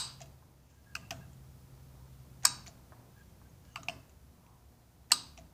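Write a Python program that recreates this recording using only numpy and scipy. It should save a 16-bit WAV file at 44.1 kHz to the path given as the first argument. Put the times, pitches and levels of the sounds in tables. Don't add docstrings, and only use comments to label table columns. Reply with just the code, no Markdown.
import sys
import numpy as np
from scipy import signal
from scipy.fft import rfft, irfft, next_fast_len
from scipy.io import wavfile
from scipy.ndimage import map_coordinates

SR = 44100
rng = np.random.default_rng(int(sys.argv[2]) if len(sys.argv) > 2 else 0)


def log_audio(samples):
    frames = np.atleast_2d(samples).T
    limited = np.clip(frames, -1, 1)
    pcm = np.round(limited * 32767).astype(np.int16)
    wavfile.write(sys.argv[1], SR, pcm)


def makeup_ratio(level_db):
    decades = np.asarray(level_db, float) / 20
    return 10 ** decades


N = 243873
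LEAD = SR // 10
SPAN = N + LEAD

# (time [s], peak level [dB], scrape length [ms])
EARLY = [
    (-.032, -2.5, 5.2),
    (-.017, -24, 2.6),
    (-.007, -6, 3.1),
]
SLAM_A = [
    (2.4506, -20.5, 1.7),
    (2.452, -10, 0.5),
    (2.4529, -8.5, 1.3),
    (2.4542, -10, 1.3),
    (2.455, -15.5, 1.5),
]
SLAM_B = [
    (5.1173, -26, 1.5),
    (5.1183, -8.5, .8),
    (5.1198, -9, 1.1),
    (5.1202, -14.5, 1),
    (5.1212, -14.5, 1.04),
]
# (time [s], frame peak level [dB], plate minus frame [dB])
SHOCKS = [(0.2068, -54, -3.5), (0.96, -61, -6), (1.109, -47, -1), (2.436, -58.5, 8.5), (2.454, -46.5, -17),
          (2.674, -58, -1), (3.778, -52, -7), (3.883, -45, 0), (5.104, -59.5, 7), (5.126, -48.5, -9),
          (5.378, -55, -4)]
# (time [s], peak level [dB], scrape length [ms])
KNOCKS = [
    (.423, -58.5, 16),
    (2.9205, -42.5, 7.6),
    (2.932, -48.5, 6.9),
    (3.0, -57, 4),
    (3.4152, -50, 9),
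]


def unit(x):
    return x / np.sqrt(np.mean(x ** 2) + 1e-20)


def along(points, hz):
    f, v = np.transpose(points)
    return np.interp(np.log(hz + 1), np.log(f + 1), v)


def curves(rows):
    s, *cols = np.transpose(rows)
    return [np.interp(np.arange(N) / SR, s, col) for col in cols]


def wobble(rate):
    knots = rng.standard_normal(int(N * rate / SR) + 4)
    return map_coordinates(knots, [np.arange(N) * rate / SR])


def bump(centre_s, half_s, power=2):
    return np.exp(-((np.arange(N) / SR - centre_s) / half_s) ** power)


def filtered(x, response):
    m = next_fast_len(len(x) + SR // 4)
    return irfft(rfft(x, m) * response(np.fft.rfftfreq(m, 1 / SR)), m)[:len(x)]


def resonances(peaks):
    return lambda f: sum((-1) ** k * makeup_ratio(db) * 1j * f * width / (hz * hz - f * f + 1j * f * width)
                         for k, (hz, width, db) in enumerate(peaks))


def noise(response):
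    return unit(filtered(rng.standard_normal(N), response))


def strike(contacts, peaks, grit):
    out = np.zeros(SPAN + SR)
    t = np.arange(SR // 20) / SR
    body = filtered(np.r_[1., np.zeros(SR // 8)], resonances(peaks))
    for s, db, ms in contacts:
        push = grit * rng.standard_normal(len(t)) * makeup_ratio(-20 * t / (ms / 1000))
        push[0] = 1
        sound = signal.fftconvolve(push, body / abs(body).max())
        out[round(s * SR) + LEAD:][:len(sound)] += makeup_ratio(db) * sound
    return out[:SPAN]


def hardest(contacts):
    return max(contacts, key=lambda row: row[1])


def shop(x, early_db):
    # (frequency [Hz], time to fall by 60 dB [s])
    ring_times = [(300, 1), (1000, 0.52), (2500, 0.46), (4500, 0.43), (8000, 0.36), (10500, 0.14),
                  (15000, .2)]
    wet = np.zeros(SPAN + 2 * SR)
    step = SR // 4
    gap = 180
    for start in range(0, SPAN, step):
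        piece = x[start:start + step]
        if piece.any():
            hz, t, z = signal.stft(rng.standard_normal(SR // 2), SR, nperseg=256)
            late = makeup_ratio(-60 * t / along(ring_times, hz)[:, None])
            early = makeup_ratio(early_db - 60 * t / 0.046)
            tail = signal.istft(z * (late + early), SR, nperseg=256)[1]
            part = signal.fftconvolve(piece, tail / np.linalg.norm(tail))
            wet[start + gap:][:len(part)] += part
    return wet[:SPAN]


def small(x, low_hz, leak_db=-30):
    thin = signal.sosfilt(signal.butter(4, low_hz, "high", fs=SR, output="sos"), x)
    return thin + makeup_ratio(leak_db) * x


def opened(usual_db, slope):
    # (time [s], hiss let through [dB])
    opening = [(0.0, -71), (0.14, -72.5), (0.42, -76.5), (0.69, -80), (0.98, -74), (1.12, -73.5),
               (2.62, -73), (2.76, -73.5), (3.56, -75), (3.97, -75), (4.16, -76), (5.13, -77.5),
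               (5.27, -74.5), (5.53, -77)]
    return usual_db + slope * (curves(opening)[0] + 75.5)


def swell(events, rise_s):
    total = np.zeros(N)
    for s, db, _ in events:
        since = np.clip(np.arange(N) / SR - s, 0, None) / rise_s
        total += makeup_ratio(db) * since * np.exp(1 - since)
    return total


def air():
    # (frequency [Hz], width [Hz], level [dB])
    boom_peak = [(65.4, 9.9, 0)]
    # (frequency [Hz], level per Hz [dB])
    rumble_colour = [(12, -49.5), (25, -16.5), (50, -18), (64, -3), (86, -2.5), (129, -5.5), (160, -4),
                     (200, -10), (268, -17), (400, -30.5), (600, -65.5)]
    murmur_colour = [(150, -30.5), (250, -3.5), (421, -9), (477, -9.5), (584, -8), (982, -11), (1130, -16),
                     (2500, -27), (3250, -52), (5500, -120)]
    hiss_colour = [(700, -32), (1200, -1.5), (1700, -6.5), (2500, -7), (6050, -6), (8270, -8), (12000, -8),
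                   (15500, -6.5), (15750, -65.5)]
    stir = swell(SHOCKS, rise_s=0.038)
    taps = makeup_ratio(-31.5) * swell(KNOCKS, rise_s=0.06)
    boom = makeup_ratio(opened(-63, 1.4)) * noise(resonances(boom_peak))
    rumble_level = makeup_ratio(opened(-62.5, 1.3) + 1.5 * wobble(2.8)) + makeup_ratio(-14.5) * stir
    rumble = rumble_level * noise(lambda f: makeup_ratio(along(rumble_colour, f)))
    murmur_level = makeup_ratio(opened(-70, 0.58)) + makeup_ratio(-19) * stir + taps
    murmur = murmur_level * makeup_ratio(0.8 * wobble(14)) * noise(lambda f: makeup_ratio(along(murmur_colour, f)))
    hiss_level = makeup_ratio(opened(-71, 0.91)) + makeup_ratio(-33) * stir
    hiss = hiss_level * noise(lambda f: makeup_ratio(along(hiss_colour, f)))
    return boom + rumble + murmur + hiss


def lamp():
    # (frequency [Hz], rms level [dB])
    mains = [(120, -72), (240, -78), (360, -86), (480, -84)]
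    # (centre [s], half length [s], frequency [Hz], level [dB])
    whine_event = (4.6, .33, 718, -81)
    t = np.arange(N) / SR
    buzz = sum(makeup_ratio(db + 0.6 * wobble(4.2)) * np.sin(2 * np.pi * hz * t) for hz, db in mains)
    s, half, hz, db = whine_event
    whine = makeup_ratio(db + 2.2 * wobble(9.8)) * bump(s, half, power=4) * np.sin(2 * np.pi * hz * t)
    return np.sqrt(2) * (makeup_ratio(opened(0.17, 1.3)) * buzz + whine)


def far_engine():
    # (time [s], frequency [Hz], level [dB])
    course = [(0, 133.6, -56), (.28, 134.3, -56.5), (.42, 132.2, -67.5), (.9, 131.8, -73.5),
              (1.16, 132, -56), (1.6, 130.6, -57.5), (2.5, 129.5, -57), (2.75, 127.4, -69), (3, 122, -63),
              (3.6, 120.1, -65), (3.95, 119.8, -62), (4.85, 118.7, -73), (5.1, 119, -75.5),
              (5.53, 120.3, -72)]
    hz, db = curves(course)
    turn = 2 * np.pi * np.cumsum(hz + 0.3 * wobble(4)) / SR
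    first = makeup_ratio(db + 0.89 * wobble(1.9)) * np.sin(turn)
    second = makeup_ratio(db - 21 + 2.5 * wobble(15)) * np.sin(2 * turn)
    return np.sqrt(2) * (first + second)


def bench():
    # (centre [s], half length [s], level [dB])
    slides = [
        (2.0, 0.061, -70.5),
        (4.5, 0.12, -69.5),
    ]
    # (frequency [Hz], width [Hz], level [dB])
    top = [(710, 160, -4), (1020, 300, -1.5)]
    level = sum(makeup_ratio(db) * bump(s, half) for s, half, db in slides)
    return level * noise(lambda f: resonances(top)(f) ** 2)


def brush():
    # (centre [s], half length [s], level [dB])
    strokes = [
        (0.73, 0.16, -76),
        (3.69, 0.073, -74.5),
        (3.21, 0.13, -79),
    ]
    # (frequency [Hz], width [Hz], level [dB])
    cloth = [(2600, 830, -2), (4700, 820, -4), (6300, 1500, -2), (7450, 230, -2)]
    level = sum(makeup_ratio(db) * bump(s, half) for s, half, db in strokes)
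    return level * makeup_ratio(2 * wobble(90)) * noise(resonances(cloth))


def squeak():
    # (centre [s], half length [s], frequency [Hz], level [dB])
    squeaky_tones = [(0.76, 0.05, 1620, -78), (0.892, 0.028, 1640, -65), (.925, .012, 1610, -70),
                     (1.03, 0.025, 1620, -69), (1.033, 0.079, 2700, -68.5), (1.018, 0.042, 1200, -70),
                     (1.228, 0.02, 1640, -67.5), (1.227, .03, 2700, -71), (3.385, .02, 1630, -83),
                     (3.46, 0.023, 1580, -75), (3.5, 0.01, 6500, -74), (3.65, .01, 1640, -76),
                     (3.69, 0.02, 1640, -71), (3.2, 0.029, 1640, -65), (3.725, 0.047, 2900, -75.5),
                     (3.74, 0.023, 6400, -70), (3.794, 0.04, 1300, -63)]
    strokes = np.zeros(N)
    for s, half, hz, db in squeaky_tones:
        narrow = resonances([(hz, 0.05 * hz, 0)])
        strokes += makeup_ratio(db) * bump(s, half) * noise(lambda f: narrow(f) ** 2)
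    return makeup_ratio(0.98 * wobble(54)) * strokes


def stand():
    # (frequency [Hz], width [Hz], level [dB])
    frame = [(160, 8.4, -4), (271, 4.034, 3), (345, 58, -17.5), (420, 62, -16)]
    plate = [(653.7, 9, -1), (692, 18, -2.5), (763, 61, -11)]
    frame_hum = strike([(s, db, 6) for s, db, _ in SHOCKS], frame, grit=0.05)
    plate_hum = strike([(s, db + plate_db, 8) for s, db, plate_db in SHOCKS], plate, grit=0.41)
    return makeup_ratio(-0.5) * frame_hum + makeup_ratio(-4.5) * plate_hum


def rattle():
    # (time [s], peak level [dB], pitch [Hz], scrape length [ms], pitch over the shared resonances [dB])
    settling = [(0.2048, -38.5, 7160, 1.6, 4), (.206, -44, 2080, 3, 9), (0.2095, -42, 4350, 4.4, 12),
                (0.2164, -35.5, 6850, 3.6, 13), (0.2206, -42.5, 5030, 5.5, 3), (0.2575, -48, 7500, 2, 2),
                (0.844, -57, 4500, 2.8, 8), (1.072, -62, 4200, 2.5, 6), (1.3317, -52, 7090, 4.4, 7),
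                (2.2004, -54, 3467, 2.6, 1), (2.6632, -38, 6200, 3.1, 3), (2.6675, -37.5, 2000, 3.4, 1.5),
                (2.6737, -40, 4360, 3.7, 12), (2.6787, -39, 6930, 3.5, 5), (2.68, -46, 2600, 3, 5),
                (2.6864, -50, 5300, 3, 9), (3.2004, -60.5, 7300, 3.5, 9), (3.651, -54, 5200, 3.3, 3),
                (3.8325, -39, 6800, 3.3, 4), (4.0948, -50, 7070, 3.1, 7.5), (4.4643, -55.5, 2207, 4, 4.5),
                (5.3715, -51, 2890, 2, 8), (5.3756, -41, 2540, 3, 9.5), (5.377, -40, 5700, 3, 10),
                (5.3874, -46, 6800, 4.2, 3), (5.396, -55, 2120, 3, 4)]
    travel = [
        (2.4245, -50, 2000, 5.4, 7),
        (2.433, -38, 4230, 3.3, -0.5),
        (2.4363, -37, 6514, 3.1, 12),
        (2.443, -34.5, 1848, 6.7, 13),
        (2.447, -42, 7293, 4, 4.5),
        (5.1007, -47, 6300, 4, 6.5),
        (5.1079, -41, 1890, 6.3, 13.5),
    ]
    # (frequency [Hz], width [Hz], level [dB])
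    loose = [(1152, 499, -7), (2600, 1700, -2.5), (4350, 560, -11), (5840, 560, -4.5), (7000, 397, -5),
             (9000, 1998, -20)]
    wood = [(650, 130, -2.5), (1070, 280, -3.5), (1750, 300, -9)]
    rough = 0.45
    taps = makeup_ratio(-10.0) * strike(KNOCKS, wood, rough)
    for s, db, hz, ms, pure_db in settling + travel:
        taps += strike([(s, db - 9, 1.5 * ms)], loose + [(hz, 350, pure_db)], rough)
    return small(taps + makeup_ratio(-7.5) * shop(taps, early_db=13), low_hz=499.6)


def intake():
    # (time [s], level [dB], extra on the lower mode [dB])
    thuds = [
        (0.9531, -44, -6),
        (2.4524, -17, 5.5),
        (3.76, -35.5, 1.5),
        (3.8314, -49, -14),
        (5.119, -23, 0),
    ]
    # (frequency [Hz], width [Hz], level [dB])
    hollow = [(975, 160, -4.5), (1223, 27, 2)]
    (hz, width, level_db), upper = hollow
    answer = np.zeros(SPAN)
    for s, db, extra_db in thuds:
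        answer += strike([(s, db, 1)], [(hz, width, level_db + extra_db), upper], grit=0)
    return small(answer, low_hz=710)


def linkage():
    # (time [s], peak level [dB], scrape length [ms])
    out = [
        (0.952, -29.5, 6.7),
        (0.954, -25.5, 2.1),
        (0.963, -41, 3.3),
        (0.966, -38, 4),
    ]
    back = [
        (1.1073, -25.5, 1.8),
        (1.1105, -28, 2.9),
        (1.1124, -51, 2.5),
        (1.116, -51, 6.6),
        (1.124, -46.5, 8.6),
    ]
    out_again = [
        (3.7584, -28.5, 1.6),
        (3.7597, -29, 2),
        (3.7652, -54, 3.4),
        (3.7696, -49.5, 17),
        (3.83, -57, 6),
    ]
    back_again = [
        (3.8847, -24, 1.7),
        (3.8866, -25.5, 2.3),
        (3.896, -37, 3.5),
        (3.902, -50, 8.8),
    ]
    # (frequency [Hz], width [Hz], level [dB])
    stop_out = [(1216, 104, 0), (1610, 140, -6), (2590, 174, 1), (2820, 130, -0.5), (4500, 520, -8),
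                (6200, 2200, -18), (7440, 320, -14.5), (8800, 600, -24.5), (12300, 1500, -27)]
    stop_back = [(763, 32, 4.5), (1170, 160, -11.5), (1890, 270, -12), (2700, 490, -1.5),
                 (3000, 1440, -11.5), (4570, 380, -10.5), (5900, 1070, -14.5), (7640, 1500, -22.5),
                 (13000, 2500, -29)]
    stop_out_again = [(1005, 200, 2.5), (1190, 132, 4.5), (1720, 260, -13), (2640, 210, -0.5),
                      (3500, 300, -21.5), (4500, 420, -11.5), (6000, 400, -19), (6800, 400, -18),
                      (7800, 340, -15.5), (12500, 3300, -39)]
    stop_back_again = [(710, 67, 3), (1045, 390, -13), (2314, 380, -3), (2770, 260, 4.5), (3330, 430, -7),
                       (4500, 350, -12), (5300, 380, -9), (6300, 950, -11.5), (7900, 1000, -27),
                       (12000, 2500, -34)]
    bracket = [(665, 20, 13), (1320, 350, 3.5), (2740, 510, 1), (4500, 2000, -4), (6950, 3000, -6)]
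    stops = strike(out, stop_out, grit=0.18) + strike(out_again, stop_out_again, grit=0.28)
    stops += strike(back, stop_back, grit=0.29) + strike(back_again, stop_back_again, grit=0.34)
    lasting = shop(strike(out + out_again + back + back_again, bracket, grit=0.21), early_db=5.5)
    return small(makeup_ratio(-1.5) * stops + makeup_ratio(-11.5) * lasting, low_hz=690)


def pan():
    # (time to fall by 60 dB [s], level after first, second and third pull-in [dB])
    mode_rows = [(.3, -16, -7, -11), (0.4, -18.5, -10.5, -12), (.24, -22, -8, -16.5), (0.19, -17, -9, -25),
                 (.33, -20, -20, -14.5), (0.33, -8, -3.5, -6), (0.21, -3, -6, -14), (0.26, -9, -9.5, -13.5),
                 (.33, -14, -12, -10), (.29, -12, -16, -9), (.4, -8.5, -7, -13), (.33, -10, -8, -12),
                 (0.23, -13, -15.5, -3.5), (0.36, -11, -13.5, -14), (0.27, -17, -4, -13),
                 (.28, -18, -12, -15), (.22, -15, -6.5, -12), (.2, -18, -7, -18), (0.22, -13, -15, -19.5),
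                 (.23, -8, -8, -13), (.23, -4, -14, -5), (0.24, -12, -9.5, -7.5), (.25, -2.5, 0.5, -4),
                 (0.17, -13, -7, -8)]
    mode_hz = [965, 1217, 1637, 2557, 2837, 3844, 3861, 3990, 4024, 4334, 4613, 4692, 4788, 4919, 5480,
               5995, 6350, 6939, 7149, 7617, 7930, 8128, 8274, 8506]
    beat, slip_rad = 0.3, 0.016
    ring = np.zeros(SPAN + SR)
    t = np.arange(SR // 2) / SR
    for k, contacts in enumerate((EARLY, SLAM_A, SLAM_B)):
        s, db, _ = hardest(contacts)
        start = rng.uniform(0, 2 * np.pi, (len(mode_rows), 1))
        slip = start + slip_rad * np.cumsum(rng.standard_normal((len(mode_rows), len(t))), axis=1)
        fade = np.array([makeup_ratio(row[k + 1] - 60 * t / row[0]) for row in mode_rows])
        shiver = 1 + beat * np.sin(2 * slip)
        modes = np.sum(fade * shiver * np.sin(2 * np.pi * np.outer(mode_hz, t) + slip), axis=0)
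        build_up = 1 - np.exp(-t / 0.0031)
        ring[round(s * SR) + LEAD:][:len(t)] += makeup_ratio(db - 29.0) * modes * build_up
    return ring[:SPAN]


def plunger():
    # (frequency [Hz], width [Hz], level [dB])
    seat_a = [(954, 300, -9.5), (1220, 150, -11), (1567, 201, -7), (2079, 250, -10), (2620, 430, -8.5),
              (4417, 400, -0.5), (5438, 366, 0), (6480, 220, 1.5), (7070, 1700, -3.5), (7420, 240, 4.5),
              (8000, 510, -1), (9150, 410, -5), (10730, 300, -26.5), (11610, 489, -25.5), (13050, 440, -12),
              (14880, 520, -14)]
    seat_b = [(960, 180, -18.5), (1196, 340, -16), (1461, 125, -8), (2825, 260, -6.5), (4064, 204, -3.5),
              (4350, 290, 2), (4810, 840, -4.5), (6670, 320, -15.5), (7090, 210, -9), (8150, 460, -5),
              (8930, 200, -9), (10400, 360, -36.5), (12800, 740, -20), (14500, 260, -15.5)]
    housing_a = [(990, 310, -2.5), (1624, 201, -4.5), (2490, 520, -9.5), (3840, 182, -8.5), (4516, 270, 1),
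                 (5390, 150, 3.5), (6320, 360, -1.5), (7360, 600, -6.5), (8460, 140, 1.5),
                 (13050, 2500, -24.5)]
    housing_b = [(1080, 500, -4), (1730, 100, -21), (2640, 880, -10.5), (3910, 160, 3.5), (4270, 300, 2),
                 (4870, 260, 6), (5440, 500, -4.5), (6400, 365, -2.5), (7520, 480, -5.5), (8410, 500, 1),
                 (12600, 1900, -12)]
    # (time [s], peak level [dB], scrape length [ms])
    rebound_a = [
        (2.4586, -24.5, 1.6),
        (2.4672, -27, 5.6),
        (2.4765, -33.5, 4),
    ]
    rebound_b = [
        (5.1235, -22, 2.6),
        (5.1262, -29, 2.1),
        (5.1305, -27, 2.1),
        (5.133, -25, 2.8),
        (5.138, -33.5, 3.8),
    ]
    dull_a = [peak for peak in seat_a if peak[0] < 10000]
    dull_b = [peak for peak in seat_b if peak[0] < 10000]
    slams = strike(SLAM_A, seat_a, grit=0.38) + strike(EARLY + SLAM_B, seat_b, grit=0.35)
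    slams += strike(rebound_a, dull_a, grit=0.36) + strike(rebound_b, dull_b, grit=0.37)
    housing = makeup_ratio(5.5) * strike([hardest(SLAM_A)], housing_a, grit=0)
    housing += makeup_ratio(0.5) * strike([hardest(EARLY)], housing_b, grit=0)
    housing += makeup_ratio(3.0) * strike([hardest(SLAM_B)], housing_b, grit=0)
    sound = makeup_ratio(-1.5) * slams + makeup_ratio(-8.5) * shop(housing, early_db=2.0) + pan()
    return small(sound, low_hz=750, leak_db=-23.5)


def scene():
    port = signal.butter(6, 15300, fs=SR, output="sos")
    metal = signal.sosfilt(port, stand() + rattle() + intake() + linkage() + plunger())
    background = air() + lamp() + far_engine() + bench() + brush()
    return (background + squeak() + metal[LEAD:])[None]


def roll_off(x):
    return signal.sosfilt(signal.butter(12, 16850, fs=SR, output="sos"), x)


def record(dry):
    kept = filtered(dry[0], lambda hz: hz < 16800)
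    return roll_off(kept[None])


dry = scene()
out = record(dry)
log_audio(out)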